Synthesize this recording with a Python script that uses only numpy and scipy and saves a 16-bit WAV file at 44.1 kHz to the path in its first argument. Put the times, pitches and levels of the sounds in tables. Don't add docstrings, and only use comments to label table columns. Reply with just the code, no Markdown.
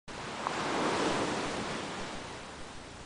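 import sys
import numpy as np
from scipy import signal
from scipy.fft import rfft, irfft, next_fast_len
from scipy.io import wavfile
from scipy.ndimage import uniform_filter1d, map_coordinates

SR = 44100
rng = np.random.default_rng(int(sys.argv[2]) if len(sys.argv) > 2 else 0)


def store_pcm(level_fs):
    pcm = np.round(np.clip(level_fs, -1, 1) * 32767).astype(np.int16)
    wavfile.write(sys.argv[1], SR, np.atleast_2d(pcm).T)


def rack_gain(trim_db):
    fader = np.asarray(trim_db, float)
    return 10 ** (fader / 20)


N = 134505
TIME_S = np.arange(N) / SR

# f/Hz, density/dB per Hz
FAR_SEA_SPECTRUM = [(30, -19), (70, 1), (150, -9), (300, -1), (600, -12), (1500, -21.5), (5000, -21)]
# t/s, signed step/full scale
MOTOR_STEPS = [(0.078, 0.0085), (.262, -0.00031), (1.101, .002), (1.115, 0.014), (1.463, -0.014),
               (1.718, -0.0031), (2.008, 0.016), (2.152, -0.015), (2.418, -0.0031), (2.597, -0.00002),
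               (2.609, 0.014), (2.752, -0.012), (3.016, -.003)]
FIRST_TICKS_S = [
    0.0115,
    1.4782,
    2.1813,
    2.7795,
]
# t/s, level/dB
WAVE_STRENGTH = [(.09, -49.5), (.3, -46.5), (.46, -45), (.6, -41.5), (.8, -41), (1.0, -38.5), (1.3, -40.5),
                 (1.62, -43), (2.04, -46), (2.4, -51), (2.7, -54), (3.05, -55)]
# f/Hz, density/dB per Hz
FOAM_SPECTRUM = [(60, -21.5), (150, -6), (900, -8.5), (2200, -15), (3800, -18), (5000, -22), (7500, -26.5),
                 (10300, -35.5)]
# f/Hz, density/dB per Hz
BOOM_SPECTRUM = [(50, -29), (100, -7.5), (150, -5), (215, 0.5), (300, -6.5), (500, -29)]
# f/Hz, density/dB per Hz
PLUNGE_SPECTRUM = [(100, -42), (200, -14), (290, 4.5), (450, 1), (750, -7), (1300, -32.5)]
# f/Hz, density/dB per Hz
CREST_SPECTRUM = [(250, -30), (550, -13), (950, 3.5), (1400, -2.5), (2500, -12.5), (5000, -45)]
# t/s, low f/Hz, high f/Hz, level/dB
CHANNEL_SPLITS = [
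    (.091, 7600, 8950, -66),
    (.534, 4250, 5180, -57),
    (.788, 4250, 5550, -53),
    (1.788, 7050, 8900, -58),
    (3.04, 6950, 8250, -70),
]


def unit(x):
    return x / np.sqrt(np.mean(x ** 2) + 1e-20)


def filtered(x, response):
    size = next_fast_len(N + SR // 2)
    spectrum = rfft(x, size) * response(np.fft.rfftfreq(size, 1 / SR))
    return irfft(spectrum, size)[..., :N]


def wobble(rate_hz):
    return map_coordinates(rng.standard_normal(400), [TIME_S * rate_hz + 1], mode="mirror")


def swell(peak_s, hold_s, rise_db_s, fall_db_s):
    before_s = np.clip(peak_s - TIME_S, 0, None)
    after_s = np.clip(TIME_S - peak_s - hold_s, 0, None)
    return uniform_filter1d(-rise_db_s * before_s - fall_db_s * after_s, size=2500)


def rush(spectrum, patchy_db):
    z = signal.stft(rng.standard_normal(N), nperseg=512)[2]
    field = uniform_filter1d(rng.standard_normal(z.shape), size=6, axis=0)
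    field = uniform_filter1d(field, size=12, axis=1)
    noise = signal.istft(z * rack_gain(patchy_db * unit(field)), nperseg=512)[1][:N]
    f_hz, level_db = np.transpose(spectrum)

    def colour(hz):
        return rack_gain(np.interp(np.log(hz + 1), np.log(f_hz), level_db, left=-60))

    return unit(filtered(noise, colour))


def far_sea():
    return rack_gain(-51.5) * rush(FAR_SEA_SPECTRUM, patchy_db=-1.9)


def focus_motor():
    step_s, tick_s, tick_edge_s, coupling_s = 0.0011, 0.0023, 0.00067, 0.029
    frame_s = 1 / 30
    current = np.zeros(N)
    for at_s, size in MOTOR_STEPS:
        current += size * (1 + np.tanh((TIME_S - at_s) / step_s)) / 2
    for first_s in FIRST_TICKS_S:
        for k in range(8):
            from_centre_s = abs(TIME_S - first_s - k * frame_s)
            pulse = (1 + np.tanh((tick_s / 2 - from_centre_s) / tick_edge_s)) / 2
            current += rack_gain(-40.5 + rng.normal(0, 0.68)) * pulse
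    keep = np.exp(-1 / (coupling_s * SR))
    return signal.lfilter([1, -1], [1, -keep], current)


def foam(surge_db):
    at_s, level_db = np.transpose(WAVE_STRENGTH)
    mean_db = level_db.mean()
    wave_db = np.interp(TIME_S, at_s, level_db)
    foam_db = mean_db + 5 + 0.96 * (wave_db - mean_db)
    return rack_gain(foam_db + surge_db) * rush(FOAM_SPECTRUM, patchy_db=0.25)


def boom():
    level_db = -41.5 + swell(peak_s=1.0, hold_s=0.43, rise_db_s=21, fall_db_s=20.5)
    return rack_gain(level_db + 0.6 * wobble(rate_hz=10)) * rush(BOOM_SPECTRUM, patchy_db=1.1)


def plunge():
    level_db = -34 + swell(peak_s=0.8, hold_s=0.4, rise_db_s=56, fall_db_s=23.5)
    return rack_gain(level_db + 0.25 * wobble(rate_hz=19)) * rush(PLUNGE_SPECTRUM, patchy_db=0.7)


def bubbles(count):
    centre_hz, spread, ring_cycles, size_db = 1026, 0.319, 4.16, 3
    sink_at_s, sink_span_s, sink_oct = 0.717, 0.043, 0.36
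    ring_n = 900
    start, strength = rng.random((2, count, 1))
    sink = sink_oct * (1 + np.tanh((start * N / SR - sink_at_s) / sink_span_s)) / 2
    hz = centre_hz * 2 ** -sink * np.exp(spread * rng.standard_normal((count, 1)))
    hz = np.clip(hz, 150, 6000)
    t = np.arange(ring_n) / SR
    age = t * hz / ring_cycles
    ring = np.sin(2 * np.pi * hz * t * (1 + 0.11 * age))
    ring *= np.exp(-3 * age) * (1 - np.exp(-12 * age))
    ring *= rack_gain(-size_db * np.log(1 - strength))
    at = (start * N).astype(int) + np.arange(ring_n)
    return unit(np.bincount(at.ravel(), ring.ravel(), N + ring_n)[:N])


def crest(surge_db):
    level_db = -38.5 + swell(peak_s=0.65, hold_s=0.3, rise_db_s=25, fall_db_s=12.5)
    cloud_db = level_db + surge_db + 0.4 * wobble(rate_hz=12)
    cloud = rack_gain(cloud_db) * rush(CREST_SPECTRUM, patchy_db=0.9)
    return cloud + rack_gain(level_db - 3) * bubbles(count=5000)


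def breaking_wave():
    surge_db = 0.5 * wobble(rate_hz=9.26) + 0.13 * wobble(rate_hz=25)
    return foam(surge_db) + boom() + plunge() + crest(surge_db)


def dropouts(x):
    from_hz, share, hole_db = 4500, 0.007, -30
    hz, _, z = signal.stft(x, SR, nperseg=256)
    chance = share * np.clip(hz / from_hz - 1, 0, 1)[:, None] ** 0.5
    seeds = (rng.random(z.shape) < chance) * 1.0
    spread = uniform_filter1d(uniform_filter1d(seeds, size=4, axis=0), size=3, axis=1)
    gain = np.where(spread > 1e-6, rack_gain(hole_db), 1)
    return signal.istft(z * gain, SR, nperseg=256)[1][:N]


def scene():
    sea = far_sea() + breaking_wave()
    return np.tile(dropouts(sea) + focus_motor(), (2, 1))


def roll_off(x):
    return signal.sosfilt(signal.butter(12, 10050, fs=SR, output="sos"), x)


def record(dry):
    start_s, split_s, top_hz = 0.0792, 0.044, 10120
    side = np.zeros(N)
    for at_s, low_hz, high_hz, db in CHANNEL_SPLITS:
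        band = filtered(rng.standard_normal(N), lambda hz: (hz > low_hz) & (hz < high_hz))
        window = np.cos(np.pi * np.clip((TIME_S - at_s) / split_s, -0.5, 0.5))
        side += rack_gain(db) * unit(band) * window
    since_s = TIME_S - start_s
    gate = np.clip(since_s / 0.00027, 0, 1)
    gate += 0.063 * np.exp(np.minimum(since_s, 0) / 0.002) * (since_s < 0)
    mix = filtered(dry + side * [[1], [-1]], lambda hz: hz < top_hz) * gate
    return roll_off(mix)


dry = scene()
out = record(dry)
store_pcm(out)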